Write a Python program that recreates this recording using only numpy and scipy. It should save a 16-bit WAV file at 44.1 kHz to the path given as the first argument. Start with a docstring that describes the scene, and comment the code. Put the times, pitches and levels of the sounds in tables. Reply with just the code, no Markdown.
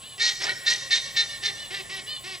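"""An alpaca gives alarm calls four times a second in a yard walled by a barn. Each honk is a low harmonic buzz
of the vocal folds; most add a shrill whistle that the buzz modulates into sidebands, with pulsed breath noise.
Hard closures of the folds click in the throat, and a thin clean squeal sounds between the honks. The walls echo
it all by convolution over filtered-noise insects, far machinery and rumble, heard by two close microphone ports."""
import sys
import numpy as np
from scipy import signal
from scipy.fft import rfft, irfft
from scipy.io import wavfile
from scipy.ndimage import uniform_filter1d

SR = 44100
rng = np.random.default_rng(int(sys.argv[2]) if len(sys.argv) > 2 else 0)


def invert_db(level):
    """Linear amplitude ratio for a level in decibels (20 dB per decade), elementwise."""
    return 10 ** (np.asarray(level, dtype=float) / 20)


def file_out(sig):
    """Save sig as 16-bit WAV at sys.argv[1]."""
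    # one column per channel
    cols = np.atleast_2d(sig).T
    # limit, then scale
    lim = np.clip(cols, -1, 1)
    pcm = np.round(lim * 32767).astype(np.int16)
    wavfile.write(sys.argv[1], SR, pcm)


N = 105840

# Honks: start t/s, length t/s, buzz level/dB, top pitch f/Hz, roughness [0-1], extra level of the lowest tone/dB
HONKS = [(.175, .155, -39.5, 431.1, 0.23, -1), (.395, 0.13, -35, 410.2, .75, 4.5),
         (.645, 0.13, -40, 426.5, 0.25, -0.5), (.895, 0.095, -38.5, 420.6, 0.21, -2),
         (1.145, 0.1, -38.5, 422.5, 0.01, -1), (1.42, 0.094, -37.5, 414.1, 0.19, 0.5),
         (1.7, 0.12, -38, 396.8, 0.2, 3.5), (1.89, 0.12, -38, 390, 0.29, -3),
         (2.235, 0.13, -39, 383, 0.23, -0.5)]
# Throat resonance on the buzz: f/Hz, relative level/dB
HONK_THROAT = [(390, -6), (780, -6.5), (1170, -8.5), (1550, -11.5), (1940, 5), (2330, -2), (2720, 1),
               (3500, -4.5), (4300, -10), (5100, -6.5), (5800, -46.5)]
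# Whistle path, one list per whistling honk: t/s, pitch f/Hz, level/dB, brightness tilt/dB
WHISTLES = [
    [(.196, 1800, -30, 1), (.204, 1820, -23, -2), (.225, 1837, -17, 1), (.245, 1904, -21, 3.5),
     (.28, 1898, -19, 1), (.3, 1877, -18.5, 2.5), (.312, 1894, -57, 11)],
    [(.41, 1728, -39.5, -22.5), (.418, 1769, -28, 3.5), (.43, 1813, -47.5, 25.5), (.442, 1797, -32.5, 16),
     (.455, 1832, -28.5, 9), (.47, 1759, -34.5, -10.5), (.48, 1800, -41, -17), (.496, 1902, -31, -11.5),
     (.512, 1879, -38.5, -18.5), (.525, 1898, -64, -14.5)],
    [(.659, 1800, -35, 4), (.668, 1813, -18, 2), (.684, 1848, -15, -3.5), (.694, 1852, -20.5, 4),
     (.708, 1867, -20.5, 9.5), (.728, 1909, -18.5, -6), (.74, 1880, -28.5, 18)],
    [(.907, 1793, -27, 1), (.916, 1820, -18.5, 1.5), (.935, 1826, -15.5, -2), (.958, 1843, -20.5, 6.5),
     (.985, 1878, -27, 2)],
    [(1.162, 1800, -31.5, 5), (1.17, 1811, -17.5, 0), (1.19, 1818, -18.5, 0), (1.208, 1816, -18, 0.5),
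     (1.213, 1843, -19, 1), (1.23, 1815, -53, 14)],
    [(1.436, 1800, -21, 2), (1.442, 1800, -29.5, -0.5), (1.46, 1800, -18.5, 2.5), (1.484, 1776, -28.5, -1)],
    [(1.73, 1779, -58, -13), (1.748, 1773, -31, -4.5), (1.765, 1777, -46, -6)],
]
# Modulation products: rows = multiples 1-4 of the whistle, columns = multiples -1..3 of the buzz [relative level/dB]
SIDEBANDS_DB = [(-24.5, -3.5, -10, -19, -16.5), (-51, -3, -6, -15, -18), (-19.5, -13.5, -15.5, -18.5, -25),
                (-61, -23.5, -29, -29.5, -47)]
# Breath noise spectrum: f/Hz, relative level/dB
BREATH_SPECTRUM = [(400, -11), (1200, -11), (1900, -3.5), (2800, 2.5), (3800, 3.5), (5400, 5), (7500, -15),
                   (9000, -13), (14500, -39.5)]
# Hard closures of the folds: t/s, peak level/dB, ring f/Hz
CATCHES = [(.4215, -22, 3700), (.4422, -13.5, 5400), (.469, -17, 3601), (.4947, -12, 4000),
           (.4995, -19.5, 4080), (1.7432, -25, 2600), (1.748, -18, 3600)]
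# Squeals: start t/s, length t/s, level/dB, top pitch f/Hz, share of pitch lost at the start,
# extra level of the harmonics above the second/dB
SQUEALS = [(0.0, 0.165, -50, 602.7, .36, 3.5), (0.563, 0.094, -35, 545.4, 0.086, -30),
           (.8, 0.091, -31, 544.3, 0.0968, -17), (1.034, .08, -29, 555, 0.1017, -17.5),
           (1.271, 0.11, -38, 581.6, 0.0755, -5.5), (1.553, 0.13, -39.5, 592, 0.11, -2.5),
           (2.057, 0.13, -37, 607, 0.12, 1.5)]
# Throat resonance on the squeal: f/Hz, level/dB
SQUEAL_THROAT = [(600, -22.5), (1150, -18.5), (1800, -10), (2350, -17), (2700, -0.5), (3050, 2), (3600, -4),
                 (4200, -6), (4800, -9), (5400, -35)]
# Reflections from ground and barn walls: delay t/s, level/dB
ECHOES = [(0.01, -11.5), (0.025, -7), (0.046, -16)]
# Reverberant tail of the yard by band: centre f/Hz, t60/s, relative level/dB
YARD_TAIL = [(540, 3, -8), (1800, 2.2, -10), (3100, 1.7, -11.5), (6030, 0.6, -7.5), (9000, 0.38, -29)]
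# Rumble and hiss spectrum: f/Hz, relative level/dB
AIR_SPECTRUM = [(22, -39), (40, -5.5), (55, -10), (120, -4), (170, -8), (300, -14), (600, -8.5),
                (1200, -15), (2000, -31.5), (3200, -23), (5000, -26), (8000, -13.5), (12000, -36),
                (15500, -52)]
# Insect song bands: centre f/Hz, width f/Hz, level/dB, flicker/dB
INSECTS = [(7810, 380, -52, 1), (10230, 630, -55.5, -1.5), (13900, 3000, -64, -3.5)]
# Far machinery: centre f/Hz, width f/Hz, level/dB
HUM = [(108.6, 5.5, -66.5), (133.9, 5.8, -61.5), (1080, 42, -59.5)]
# Gain of the part unlike at the ports, before each port's weight: f/Hz, level/dB
APART_DB = [(25, -24), (125, -13), (500, -13), (1000, -20), (8000, -13), (12000, -24)]
# Phase tilt between the ports, before halving and each port's weight: f/Hz, phase/rad
PORT_PHASE = [(60, 0.34), (125, -0.31), (340, -1.08), (950, -1.42), (2000, -0.97), (4650, -0.57),
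              (15000, 0.66)]
# Level tilt between the ports, before halving and each port's weight: f/Hz, level/dB
PORT_DB = [(60, .2), (2000, -0.65), (8000, -0.2)]


def unit(x):
    """Normalisation: scale to rms 1."""
    return x / np.sqrt(np.mean(x ** 2))


def at(table, hz):
    """Interpolation of (f/Hz, value) points on a logarithmic frequency axis."""
    table = np.array(table, float)
    return np.interp(np.log(np.maximum(hz, 1)), np.log(table[:, 0]), table[:, 1])


def shaped(x, gain):
    """Linear filtering: multiply the spectrum by gain(f/Hz)."""
    spectrum = rfft(x) * gain(np.fft.rfftfreq(x.shape[-1], 1 / SR))
    return irfft(spectrum, x.shape[-1])


def bump(hz, centre_hz, width_hz):
    """Gaussian band-pass response."""
    return np.exp(-2 * ((hz - centre_hz) / width_hz) ** 2)


def walk(hz):
    """Low-passed noise: a random wander up to about hz, of rms 1."""
    return unit(shaped(rng.standard_normal(N), lambda f: bump(f, 0, hz)))


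def column(rows, index):
    """Sample and hold: one value per call, kept until the next call starts."""
    starts = [row[0] for row in rows]
    call = np.searchsorted(starts, np.arange(N) / SR) - 1
    return np.array([row[index] for row in rows])[np.clip(call, 0, None)]


def arches(rows, rise, sag, top, edge_s):
    """Frequency and amplitude envelopes: pitch arches over each call; level rises, holds and falls."""
    t = np.arange(N) / SR
    hz = np.full(N, 1. * rows[0][3])
    gain = np.zeros(N)
    for row, lost in zip(rows, rise):
        start, length, db, pitch = row[:4]
        u = (t - start) / length  # place within the call, 0 to 1
        on = (u >= 0) & (u <= 1)
        bend_up = lost * ((top - u) / top) ** 2.2
        bend_down = sag * ((u - top) / (1 - top)) ** 2.5
        hz[on] = pitch * (1 - np.where(u < top, bend_up, bend_down)[on])
        to_edge_s = np.minimum(u, 1 - u)[on] * length
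        gain[on] = invert_db(db) * np.sin(np.pi / 2 * np.clip(to_edge_s / edge_s, 0, 1)) ** 2
    return hz, gain


def fold_buzz(hz, phase):
    """Source-filter principle: harmonics of the vocal folds weighted by the throat, each flickering."""
    lowest_db = column(HONKS, index=5)
    low = np.zeros(N)
    for k in range(1, 16):
        level_db = at(HONK_THROAT, k * hz) + 1.5 * walk(25) + lowest_db * (k == 1)
        low += invert_db(level_db) * np.sin(k * phase)
    return unit(low)


def whistle_path():
    """Frequency and amplitude modulation: pitch, gain and brightness follow each whistle's points."""
    t = np.arange(N) / SR
    hz, gain, bright_db = np.full(N, 1800.), np.zeros(N), np.zeros(N)
    for call in map(np.array, WHISTLES):
        on = (t >= call[0, 0]) & (t <= call[-1, 0])
        hz[on] = np.interp(t[on], call[:, 0], call[:, 1])
        gain[on] = invert_db(np.interp(t[on], call[:, 0], call[:, 2]))
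        bright_db[on] = np.interp(t[on], call[:, 0], call[:, 3])
    return hz, uniform_filter1d(gain, size=60), bright_db


def whistle(hz, bright_db, rough, buzz):
    """Intermodulation: the buzz chops the whistle, giving sum and difference tones."""
    break_db = 8  # how far the tones cut in and out at full roughness
    pipe = 2 * np.pi * np.cumsum(hz * (1 + 0.0207 * rough * walk(164))) / SR
    shrill = np.zeros(N)
    for m, row in enumerate(SIDEBANDS_DB):
        tilt_db = min(m - 1, 1) * bright_db  # sign: minus on the first multiple, plus on the third and fourth
        for k, db in enumerate(row):
            level_db = db + tilt_db + break_db * rough * walk(52.0)
            shrill += invert_db(level_db) * np.sin((m + 1) * pipe + (k - 1) * buzz + 0.19 * k * k)
    return unit(shrill)


def breath_noise(puff, rough):
    """Turbulence: pulsed noise in bands that cut in and out as the voice roughens."""
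    patchy_db = 7  # at full roughness
    rasp = np.zeros(N)
    for centre_hz in 700 * 1.4 ** np.arange(10):
        band = shaped(puff, lambda f: invert_db(at(BREATH_SPECTRUM, f)) * bump(f, centre_hz, 0.36 * centre_hz))
        rasp += invert_db(patchy_db * rough * walk(31)) * band
    return unit(rasp)


def honks():
    """Modulation: the fold buzz modulates a whistle of its own pitch and gates the breath."""
    pitch_lost = [.15] * len(HONKS)  # share lost at the start
    hz, gain = arches(HONKS, pitch_lost, sag=.12, top=.45, edge_s=0.01)
    rough = np.clip(column(HONKS, index=4), 0, 1)
    clear = np.sqrt(1 - rough ** 2)
    buzz = 2 * np.pi * np.cumsum(hz * (1 + 0.0522 * rough * walk(216))) / SR
    low = fold_buzz(hz, buzz)
    high_hz, high, bright_db = whistle_path()
    shrill = whistle(high_hz, bright_db, rough, buzz)
    # One puff of breath per fold cycle; 1.5 sets how sharply it is gated
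    puff = np.exp(1.5 * np.cos(buzz - 1)) * rng.standard_normal(N)
    rasp = breath_noise(puff, rough)
    # A rough honk rattles low in the throat
    rattle = unit(shaped(puff, lambda f: bump(f, 600, 1700) * (f > 300)))
    growl = invert_db(-3) * rough ** 3 * rattle
    # The buzz rings near 4310 Hz when the whistle sounds
    pressed = sum(bump(k * hz, 4310, 770) * np.sin(k * buzz + k * k) for k in range(7, 13))
    tones = clear * (shrill + invert_db(-11.5) * pressed)
    hiss = (invert_db(-17) + 0.35 * rough ** 3.3) * invert_db(bright_db) * rasp
    return gain * (clear * low + invert_db(-4) * rasp) + high * (tones + hiss + growl)


def catches():
    """Impulse response of a resonator: each hard closure rings and decays in the throat."""
    t = np.arange(N) / SR
    ring_s = .0008  # decay time constant
    out = np.zeros(N)
    for start, db, hz in CATCHES:
        decay = (t >= start) * np.exp(-np.abs(t - start) / ring_s)
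        out += invert_db(db) * decay * np.sin(2 * np.pi * hz * (t - start))
    return out


def squeals():
    """Additive harmonic synthesis: a clean stack on an arched pitch, with a little breath noise."""
    pitch_lost = [row[4] for row in SQUEALS]
    hz, gain = arches(SQUEALS, pitch_lost, sag=0.11, top=.5, edge_s=.032)
    phase = 2 * np.pi * np.cumsum(hz * (1 + 0.0976 * .04 * walk(118))) / SR  # slight pitch jitter
    bright_db = column(SQUEALS, index=5)
    stack = np.zeros(N)
    for n in range(1, 12):
        level_db = at(SQUEAL_THROAT, n * hz) + 1.5 * walk(28) + bright_db * (n > 2)
        stack += invert_db(level_db) * np.sin(n * phase + .5 * n * n)
    breath = unit(shaped(rng.standard_normal(N), lambda f: bump(f, 3340, 2700)))
    breath_gate = uniform_filter1d(1. * (gain > 0), size=900)
    return invert_db(-53) * breath_gate * breath + gain * stack


def yard(x):
    """Convolution reverberation: direct sound, smeared echoes, tail by band; row 1 is unlike at the ports."""
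    t = np.arange(SR) / SR
    ir = np.zeros((2, SR))
    ir[0, 0] = 1
    for delay, db in ECHOES:
        smear = rng.standard_normal(SR) * np.exp(-np.abs(t - delay) / 0.00053)
        ir[0] += invert_db(db) * smear / np.sqrt(np.sum(smear ** 2))
    for hz, t60, db in YARD_TAIL:
        fall = np.clip(t / 0.11, 0, 1) * invert_db(-60 * t / t60)  # builds up over 0.11 s
        band = shaped(rng.standard_normal((2, SR)), lambda f: bump(f, hz, 0.56 * hz))
        ir += invert_db(db) * band * fall / np.sqrt(np.sum(fall ** 2))
    return signal.fftconvolve(x[None], ir, axes=1)[:, :N]


def background():
    """Band-filtered noise: rumble and hiss that swell a little, insects in high bands, far machinery."""
    air = unit(shaped(rng.standard_normal((2, N)), lambda f: invert_db(at(AIR_SPECTRUM, f))))
    out = air * invert_db(-49.5 + 1. * walk(1))
    for hz, width_hz, db, flicker_db in INSECTS:
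        song = unit(shaped(rng.standard_normal((2, N)), lambda f: bump(f, hz, width_hz)))
        out = out + song * invert_db(db + flicker_db * walk(31))
    for hz, width_hz, db in HUM:
        drone = unit(shaped(rng.standard_normal((2, N)), lambda f: bump(f, hz, width_hz)))
        out = out + invert_db(db) * drone
    return out


def port(same, apart, side):
    """Inter-channel differences: signed weight side tilts level and phase and adds the unlike part."""
    def response(f):
        return invert_db(side * at(PORT_DB, f) / 2) * np.exp(.5j * side * at(PORT_PHASE, f))
    return shaped(same + side * apart, response)


def scene():
    """Superposition: voices in the yard over the background, spread on the two ports."""
    same, apart = yard(honks() + squeals() + catches()) + background()
    apart = shaped(apart, lambda f: invert_db(at(APART_DB, f)))
    return np.array([port(same, apart, 1), port(same, apart, -1.36)])


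def low_pass(x):
    """Removes everything above the highest recorded frequency."""
    return signal.sosfilt(signal.butter(12, 15750, fs=SR, output="sos"), x)


def record(dry):
    """Capture: the finished two-port mix, with no further gain."""
    return low_pass(dry)


dry = scene()
out = record(dry)
file_out(out)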